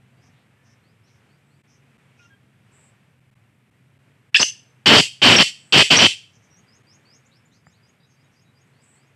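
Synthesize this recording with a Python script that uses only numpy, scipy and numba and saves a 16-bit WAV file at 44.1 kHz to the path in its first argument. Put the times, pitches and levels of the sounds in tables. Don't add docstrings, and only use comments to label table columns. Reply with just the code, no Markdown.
import sys
import numpy as np
from scipy import signal
from scipy.fft import rfft, irfft
from scipy.io import wavfile
from scipy.ndimage import uniform_filter1d, minimum_filter1d
from numba import njit

SR = 44100
rng = np.random.default_rng(int(sys.argv[2]) if len(sys.argv) > 2 else 0)


def inscribe(sig):
    pcm = np.round(np.clip(np.atleast_2d(sig).T, -1, 1) * 32767)
    wavfile.write(sys.argv[1], SR, pcm.astype(np.int16))


N = 403515
TIME = np.arange(N) / SR

# start_s, end_s, attack_s, level_db, throat_hz (halfway through),
# blast_db (low air blast against level_db), upper_db (upper throat against the main throat tone)
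SYLLABLES = [(4.858, 5.011, 0.0064, -6, 2794, 3, -8), (5.217, 5.364, 0.019, -5.5, 2775, 0.5, -9.5),
             (5.381, 5.432, 0.004, -6, 2765, -1.5, -7.5), (5.723, 5.83, 0.019, -5, 2830, -0.5, -7.5),
             (5.902, 5.969, 0.0098, -6.5, 2690, -1, -9), (5.985, 6.074, 0.0036, -6, 2775, -2, -9)]
ATTACK_FROM_DB, RELEASE_S, RELEASE_DB = -10.5, .008, -5.5
THROAT_SAG_HZ_PER_S = 320
WOBBLES_PER_S, LEVEL_WOBBLE_DB, THROAT_WOBBLE_HZ, UPPER_WOBBLE_DB = 70, 1, 90, 3.5
BLAST_TOP_AT, BLAST_START_DB, BLAST_END_DB = 0.47, -8.5, -7
RASP_ROUGH = 0.55


def rasp():
    out = np.zeros((2, N))
    for t0, t1, attack_s, db, throat_hz, blast_db, upper_db in SYLLABLES:
        part, t, gate = span(t0, t1, 0.0015)
        shape_db = np.interp(t, [t0, t0 + attack_s, t1 - RELEASE_S, t1], [ATTACK_FROM_DB, 0, 0, RELEASE_DB])
        swell_db = np.interp((t - t0) / (t1 - t0), [0, BLAST_TOP_AT, 1], [BLAST_START_DB, 0, BLAST_END_DB])
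        sagging_hz = throat_hz - THROAT_SAG_HZ_PER_S * (t - (t0 + t1) / 2)
        level_wobble, throat_wobble, upper_wobble = (
            np.interp((t - t0) * WOBBLES_PER_S, np.arange(40), knots)
            for knots in rng.standard_normal((3, 40)))
        level_db = db + shape_db + LEVEL_WOBBLE_DB * level_wobble
        wavering_hz = sagging_hz + THROAT_WOBBLE_HZ * throat_wobble
        wavering_upper_db = upper_db + UPPER_WOBBLE_DB * upper_wobble
        out[:, part] += gate * throat(t, level_db, wavering_hz, blast_db + swell_db,
                                      wavering_upper_db, RASP_ROUGH)
    return out


# start_s, end_s, level_db, throat_hz,
# blast_db (against level_db), upper_db (against the main throat tone)
BREATHS = [(4.343, 4.39, -27, 3250, -15, 1), (4.394, 4.437, -32, 2753, 12.5, 11.5),
           (5.355, 5.383, -27.5, 2900, 13.5, -2), (5.964, 5.992, -27.5, 2980, 12.5, -11.5)]
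BREATH_ROUGH = 0.99


def breath():
    out = np.zeros((2, N))
    for t0, t1, db, throat_hz, blast_db, upper_db in BREATHS:
        part, t, gate = span(t0, t1, 0.0015)
        out[:, part] += gate * throat(t, db, throat_hz, blast_db, upper_db, BREATH_ROUGH)
    return out


# centre_hz, width_hz (of the first pass), level_db (relative)
UPPER_RESONANCES = [(4590, 730, 4.5), (5173, 950, -3), (7380, 730, -8.5), (7970, 170, -17)]
# centre_hz, width_hz, level_db (relative)
BLAST_RESONANCES = [(126, 42, -8.5), (240, 190, 3.5), (670, 1300, 6), (1650, 480, -4.5)]
PULSES_PER_S = 265
THROAT_WIDTH_HZ = 800
CORE_HZ, CORE_WIDTH_HZ, CORE_DB = 3050, 260, -6
TOP_HISS_HZ, TOP_HISS_WIDTH_HZ, TOP_HISS_DB = 9900, 3600, -31.5
BEAK_TOP_HZ = 8600


def throat(t, db, throat_hz, blast_db, upper_db, rough):
    period_chance, size_chance = rng.standard_normal((2, 200))
    throat_noise, upper_noise, blast_noise = rng.standard_normal((3, len(t)))
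    cycles = .75 + PULSES_PER_S * (t - t[0])
    wobble = np.interp(cycles, np.arange(200), period_chance)
    cycles = cycles + .08 * np.minimum(cycles - .75, 1) * wobble
    whole = np.floor(np.maximum(cycles, 0))
    size = undb(1.3 * size_chance)[np.clip(whole, 0, 199).astype(int)]
    pulses = level(size * (np.diff(whole, prepend=0) > 0), 0)
    puff = level(size * np.exp(-(cycles - whole)), 0)

    drive = (1 - rough) * pulses + rough * puff * throat_noise
    broad = level(ring(drive, throat_hz, THROAT_WIDTH_HZ), 0)
    core = level(ring(drive, CORE_HZ, CORE_WIDTH_HZ), CORE_DB)
    main = steep(level(broad + core, 0), BEAK_TOP_HZ, "low")

    upper_drive = 0.18 * pulses + puff * upper_noise
    upper = sum(undb(d) * level(ring(upper_drive, hz, width), 0) for hz, width, d in UPPER_RESONANCES)
    top_hiss = level(ring(puff * throat_noise, TOP_HISS_HZ, TOP_HISS_WIDTH_HZ), TOP_HISS_DB)
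    upper = steep(level(upper, 0), BEAK_TOP_HZ, "low") + top_hiss

    blast_drive = 0.043 * pulses + puff * blast_noise
    low = sum(undb(d) * level(svf(blast_drive, hz + 0 * t, 1. * width), 0)
              for hz, width, d in BLAST_RESONANCES)
    voice = undb(db) * (main + undb(upper_db) * upper)
    blast = undb(db + blast_db) * steep(level(low, 0), 5000, "low")
    return np.array([voice, blast])


# start_s, length_s, start_hz, start_db
CLUCK_NOTES = [(4.3457, 0.0052, 2603, -0.5), (4.3509, 0.0034, 2800, 2), (4.3563, .004, 2500, -4),
               (4.362, .003, 3200, -4), (4.4288, 0.0038, 2750, -1)]
CLUCK_FADE_DB, CLUCK_RISE = 5.5, 1.08


def clucks():
    notes = [[(s, hz, db), (s + length, CLUCK_RISE * hz, db - CLUCK_FADE_DB)]
             for s, length, hz, db in CLUCK_NOTES]
    return tones(notes, 0.00059, rough=0.36, spread_hz=880)


# time_s, pitch_hz, level_db
HONK_PATH = [(4.354, 847, -18.5), (4.362, 827, -14.5), (4.369, 875, -10.5), (4.377, 980, -24)]
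# multiple (of the pitch), level_db (against HONK_PATH)
HONK_OVERTONES = [(2, -3), (3, -1.5), (4, -4.5), (5, -13.5), (6, -4), (7, -21.5), (8, -20), (9, -19.5)]


def honk():
    return tones([HONK_PATH], 0.0017, HONK_OVERTONES, rough=.35, spread_hz=220)


# start_s, end_s, start_hz, end_hz, level_db
WHISTLE_NOTES = [(4.396, 4.41, 4970, 5140, -14.5), (4.409, 4.436, 6045, 6223, -17),
                 (4.414, 4.428, 5610, 5433, -18.5), (5.362, 5.381, 5610, 5470, -11),
                 (5.965, 5.984, 5620, 5810, -11)]


def whistles():
    return tones(glide(WHISTLE_NOTES), 0.00088, rough=0.4, spread_hz=630)


ECHO_LOW_HZ = 1760
ECHO_TREBLE_HZ, ECHO_TREBLE_DB = 10560, 18
NEAR_ECHO_DB, NEAR_ECHO_T60_S, NEAR_ECHO_S = -11.5, 0.36, .095
FAR_ECHO_DB, FAR_ECHO_T60_S = -21, 0.38


def call_echo(call):
    thin = signal.sosfilt(signal.butter(3, ECHO_LOW_HZ, "high", fs=SR, output="sos"), call)
    thin = thin + undb(ECHO_TREBLE_DB) * ring(call, ECHO_TREBLE_HZ, 7000)
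    near = echo(thin, NEAR_ECHO_DB, NEAR_ECHO_T60_S, NEAR_ECHO_S)
    return near + echo(thin, FAR_ECHO_DB, FAR_ECHO_T60_S)


BLAST_LOW_HZ = 97
BLAST_TAIL_DB, BLAST_TAIL_T60_S = -23, 0.17


def near_blast(blast):
    near = steep(blast, BLAST_LOW_HZ, "high")
    return near + echo(near, BLAST_TAIL_DB, BLAST_TAIL_T60_S)


TICK_S = 7.6685
# pitch_hz, level_db (peak, before filtering), t60_s (time to fall 60 dB)
CAGE_MODES = [(151.4, -40, 0.049), (810, -46, 0.013), (1310, -42.5, 0.0094), (1837, -38, 0.0071)]


def tick():
    t = np.maximum(TIME - TICK_S, 0)
    rings = -sum(undb(db - 60 * t / t60) * np.sin(2 * np.pi * hz * t) for hz, db, t60 in CAGE_MODES)
    return steep(steep(rings, 2150, "low"), 69.7, "high")


TREE_ECHO_DB, TREE_ECHO_T60_S = -2, 0.16


def songbirds():
    dry = sweeps() + twitter() + mellow() + chirps() + insect()
    return dry + echo(dry, TREE_ECHO_DB, TREE_ECHO_T60_S)


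# start_s, knee_s, start_hz, knee_hz, knee_db, top_db
SWEEP_NOTES = [(6.501, 6.554, 5740, 5670, -59.5, -62.5), (6.669, 6.734, 4720, 5150, -63, -64),
               (6.866, 6.921, 4570, 5330, -61.5, -62), (7.05, 7.134, 4330, 5200, -60.5, -61.5),
               (7.645, 7.697, 4704, 5050, -70.5, -71), (7.822, 7.863, 4800, 5000, -69, -70.5),
               (7.994, 8.05, 4705, 4920, -72, -80), (8.165, 8.215, 4680, 4940, -74, -82),
               (8.352, 8.395, 4700, 4960, -69, -73), (8.54, 8.587, 4750, 4880, -71.5, -73),
               (8.725, 8.815, 4000, 4980, -74, -79), (8.945, 9.047, 4020, 5090, -74, -78)]
# after_knee_s, pitch_hz, level_db (against top_db),
# distance_loss (dB lost per dB that the knee lies below NEAR_SONG_DB)
FLICK_PATH = [(.004, 5500, 1, 0), (.014, 6222, -2.5, .8), (.032, 6680, -1, -1), (.052, 6720, -12, 5)]
SWEEP_START_DB, NEAR_SONG_DB = -5.5, -62


def sweeps():
    notes = []
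    for t0, knee, start_hz, knee_hz, db, top_db in SWEEP_NOTES:
        faintness_db = max(NEAR_SONG_DB - db, 0)
        slide = [(t0, start_hz, db + SWEEP_START_DB), (knee, knee_hz, db)]
        flick = [(knee + s, hz, top_db + d - loss * faintness_db) for s, hz, d, loss in FLICK_PATH]
        notes.append(slide + flick)
    return tones(notes, 0.0061, rough=0.57, spread_hz=200)


# start_s, end_s, start_hz, end_hz, level_db
TWITTER_NOTES = [(.1, .3, 646, 740, -77), (.17, .26, 4600, 5300, -82), (.55, .75, 1730, 1800, -76),
                 (.83, .92, 4070, 5160, -78), (1.03, 1.09, 5060, 6200, -76), (1.29, 1.36, 4230, 4900, -78),
                 (1.5, 1.57, 4100, 4800, -80), (2.186, 2.204, 2420, 2550, -57.5),
                 (7.248, 7.278, 5330, 7880, -67), (7.31, 7.38, 3520, 5630, -68.5),
                 (7.45, 7.47, 6670, 7530, -66), (7.51, 7.585, 3470, 5370, -70.5),
                 (7.66, 7.695, 7020, 7650, -70), (7.72, 7.78, 3460, 4870, -72),
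                 (7.997, 8.06, 3840, 3900, -73), (8.09, 8.135, 6440, 6350, -75),
                 (8.24, 8.27, 3750, 3830, -77), (8.445, 8.51, 3860, 3890, -77)]


def twitter():
    return tones(glide(TWITTER_NOTES), 0.0076, rough=0.54, spread_hz=400)


# start_s, end_s, start_hz, end_hz, level_db, octave_db (overtone against the note)
MELLOW_NOTES = [(2.191, 2.268, 1437, 1372, -64, -2), (2.296, 2.348, 1640, 1590, -62.5, -9)]


def mellow():
    return sum(tones(glide([note[:5]]), 0.0066, [(1, 0), (2, note[5])], rough=.08, spread_hz=60)
               for note in MELLOW_NOTES)


# start_s, length_s (before the extra fade), centre_hz, level_db (before the fades)
CHIRP_NOTES = [(0.208, .086, 5600, -69), (0.317, 0.12, 3600, -75), (.63, 0.11, 5650, -69.5),
               (1.06, 0.12, 5750, -74), (1.056, 0.041, 4200, -69), (1.669, .1, 5700, -67.5),
               (2.167, .11, 5700, -68.5), (2.205, 0.039, 3280, -66), (6.318, .067, 5930, -65.5),
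               (6.411, 0.056, 6020, -67), (7.511, 0.064, 6140, -70), (8.09, 0.056, 5320, -73),
               (8.307, .075, 5900, -74), (8.65, .06, 7870, -78)]
CHIRP_WIDTH_HZ, CHIRP_THROBS_PER_S = 1960, 150


def chirps():
    return sum(buzz(s, length, hz, CHIRP_WIDTH_HZ, CHIRP_THROBS_PER_S, db)
               for s, length, hz, db in CHIRP_NOTES)


# start_s, level_db (before the fades)
INSECT_BUZZES = [(1.44, -82), (2.708, -64.5), (5.56, -63.5), (8.807, -65)]
INSECT_S, INSECT_HZ = 0.19, 7847
INSECT_WIDTH_HZ, INSECT_THROBS_PER_S = 1540, 200


def insect():
    return sum(buzz(s, INSECT_S, INSECT_HZ, INSECT_WIDTH_HZ, INSECT_THROBS_PER_S, db)
               for s, db in INSECT_BUZZES)


BUZZ_RISE_S, BUZZ_FALL_S = .025, .045


def buzz(t0, length, hz, width_hz, rate, db):
    out = np.zeros(N)
    part, t, gate = span(t0, t0 + length + BUZZ_FALL_S / 2, BUZZ_RISE_S)
    gate = gate * np.clip((t[-1] - t) / BUZZ_FALL_S, 0, 1)
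    throb = 1 + 0.41 * np.sin(2 * np.pi * rate * t)
    noise = throb * rng.standard_normal(len(t))
    out[part] = gate * level(ring(ring(noise, hz, width_hz), hz, width_hz), db)
    return out


# (per Hz, relative)
HISS_COLOUR = [(180, -42), (300, -7), (400, -4.5), (600, -8), (1100, -10), (1700, -8.5), (2350, -8),
               (3000, -13), (4200, -22), (6500, -26), (7100, -25), (8700, -23), (9300, -32), (15500, -38)]
# centre_hz, width_hz (of the first pass), level_db (against the hiss, before flutter)
RUMBLE_BANDS = [(111, 34, 0), (159, 40, -4), (225, 80, -3.5)]
# time_s, level_db (of the hiss, before flutter)
AIR_LEVEL = [(0, -64), (1.5, -65.5), (2.6, -63), (3.4, -67), (4.3, -65.5), (6.5, -63.5), (9.15, -65)]


def air():
    f = np.maximum(np.fft.rfftfreq(N, 1 / SR), 1)
    colour_hz, colour_db = np.transpose(HISS_COLOUR)
    colour = undb(np.interp(np.log(f), np.log(colour_hz), colour_db))
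    hiss = irfft(rfft(rng.standard_normal(N)) * colour, N)
    leaves = level(hiss, 0) * undb(1.6 * walk(6))
    rumble = 0
    for hz, width, db in RUMBLE_BANDS:
        band = level(ring(rng.standard_normal(N), hz, width), db)
        rumble = rumble + band * undb(2.3 * walk(27) + 1.3 * walk(2.0))
    return (leaves + rumble) * undb(np.interp(TIME, *np.transpose(AIR_LEVEL)))


HUM_HZ = 22.2
# multiple (of the firing rate), level_db (relative, before wavering)
HUM_OVERTONES = [(4, -15), (5, -5.5), (6, 2.5), (8, -12.5), (9, -12.5)]
# time_s, level_db
HUM_LEVEL = [(0, -61), (2, -63.5), (3, -62), (5.5, -60), (6.5, -68), (9.15, -66)]


def engine_hum():
    turn = 2 * np.pi * np.cumsum(HUM_HZ * (1 + 0.037 * walk(2.8))) / SR
    hum = level(sum(undb(d + 2.4 * walk(9)) * np.sin(k * turn) for k, d in HUM_OVERTONES), 0)
    return hum * undb(np.interp(TIME, *np.transpose(HUM_LEVEL)))


ECHO_FADE_S = .025


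def echo(x, db, t60, stop_s=1):
    t = TIME[:SR]
    fade = np.clip((stop_s - t) / ECHO_FADE_S, 0, 1)
    build_up = np.minimum(t / 0.0055, 1)
    burst = rng.standard_normal(SR) * undb(-60 * t / t60) * fade * build_up
    return signal.fftconvolve(x, undb(db) * burst / np.sqrt(np.sum(burst ** 2)))[:N]


def tones(notes, edge_s, orders=((1, 0),), rough=0., spread_hz=300):
    out = np.zeros(N)
    for note in notes:
        s, hz, db = np.transpose(note)
        part, t, gate = span(s[0], s[-1], edge_s)
        turn = 2 * np.pi * np.cumsum(np.interp(t, s, hz)) / SR
        wave = 0
        for k, d in orders:
            knots = rng.standard_normal((3, 400))
            a, b = (np.interp((t - s[0]) * 2 * spread_hz, np.arange(400), c) for c in knots[:2])
            shake = 1 + rough * (a + 1j * b)
            start_phase = knots[2, 0] * np.pi
            wave = wave + undb(d) * np.imag(shake * np.exp(1j * (k * turn + start_phase)))
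        out[part] += np.sqrt(2) * undb(np.interp(t, s, db)) * gate * wave
    return out


def glide(table):
    return [[(t0, f0, db), (t1, f1, db)] for t0, t1, f0, f1, db in table]


def span(t0, t1, edge_s):
    part = slice(int(t0 * SR), int(t1 * SR))
    t = TIME[part]
    return part, t, np.clip(np.minimum(t - t0, t1 - t) / edge_s, 0, 1)


def ring(x, hz, width_hz):
    hz = hz + np.zeros(len(x))
    return svf(svf(x, hz, 1. * width_hz), hz, 1.7 * width_hz)


@njit
def svf(x, hz, width):
    y, band, low = np.empty(len(x)), 0., 0.
    for i in range(len(x)):
        g, k = np.tan(np.pi * hz[i] / SR), width / hz[i]
        v = (band + g * (x[i] - low)) / (1 + g * (g + k))
        band, low, y[i] = 2 * v - band, low + 2 * g * v, k * v
    return y


def steep(x, hz, kind):
    return signal.sosfilt(signal.butter(6, hz, kind, fs=SR, output="sos"), x)


def walk(rate):
    k = int(SR / rate)
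    steps = np.repeat(rng.standard_normal(N // k + 1), k)
    return uniform_filter1d(uniform_filter1d(steps, k), k)[:N]


def level(x, db):
    return x * undb(db) / np.sqrt(np.mean(x ** 2))


def undb(db):
    return 10 ** (np.asarray(db) / 20)


def scene():
    voice, blast = rasp() + breath()
    call = voice + clucks() + honk() + whistles()
    bird = call + near_blast(blast) + call_echo(call)
    return (bird + tick() + songbirds() + air() + engine_hum())[None]


# centre_s, length_s, depth_db
LEVEL_DIPS = [(1.628, 0.022, 20), (1.976, 0.0087, 16), (3.201, 0.0073, 12), (3.308, 0.01, 19),
              (3.348, 0.013, 26), (3.706, 0.013, 12), (3.985, 0.01, 15), (4.313, 0.027, 14),
              (6.828, 0.011, 8)]
STEADY_HISS_DB, STEADY_HISS_HZ = -79, 8000
TREBLE_STEP_HZ, TREBLE_STEP_DB = 12850, 14
GAIN_TOP_DB, GAIN_RATIO, GAIN_S = -23, 1.3, 0.016
CEILING, LIMIT_S = .965, .0015
TOP_HZ = 15650


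def record(dry):
    hiss = level(steep(rng.standard_normal(N), STEADY_HISS_HZ, "high"), STEADY_HISS_DB)
    treble_step = signal.ellip(5, .1, TREBLE_STEP_DB, TREBLE_STEP_HZ, fs=SR, output="sos")
    heard = signal.sosfilt(treble_step, dry + hiss)
    for s, length, depth_db in LEVEL_DIPS:
        heard = heard * undb(-depth_db * np.clip(1.5 - 3 * np.abs(TIME - s) / length, 0, 1))

    slow = np.exp(-1 / (GAIN_S * SR))
    loud = np.sqrt(signal.lfilter([1 - slow], [1, -slow], heard ** 2))
    heard = heard * np.maximum(loud / undb(GAIN_TOP_DB), 1) ** (1 / GAIN_RATIO - 1)

    k = int(LIMIT_S * SR)
    room = np.minimum(1.125 / np.maximum(np.abs(heard), 1e-9), 1)
    gain = uniform_filter1d(minimum_filter1d(room, 2 * k + 1), k)
    held = np.clip(heard * gain, -CEILING, CEILING)
    return signal.sosfilt(signal.ellip(10, .1, 70, TOP_HZ, fs=SR, output="sos"), held)


dry = scene()
out = record(dry)
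inscribe(out)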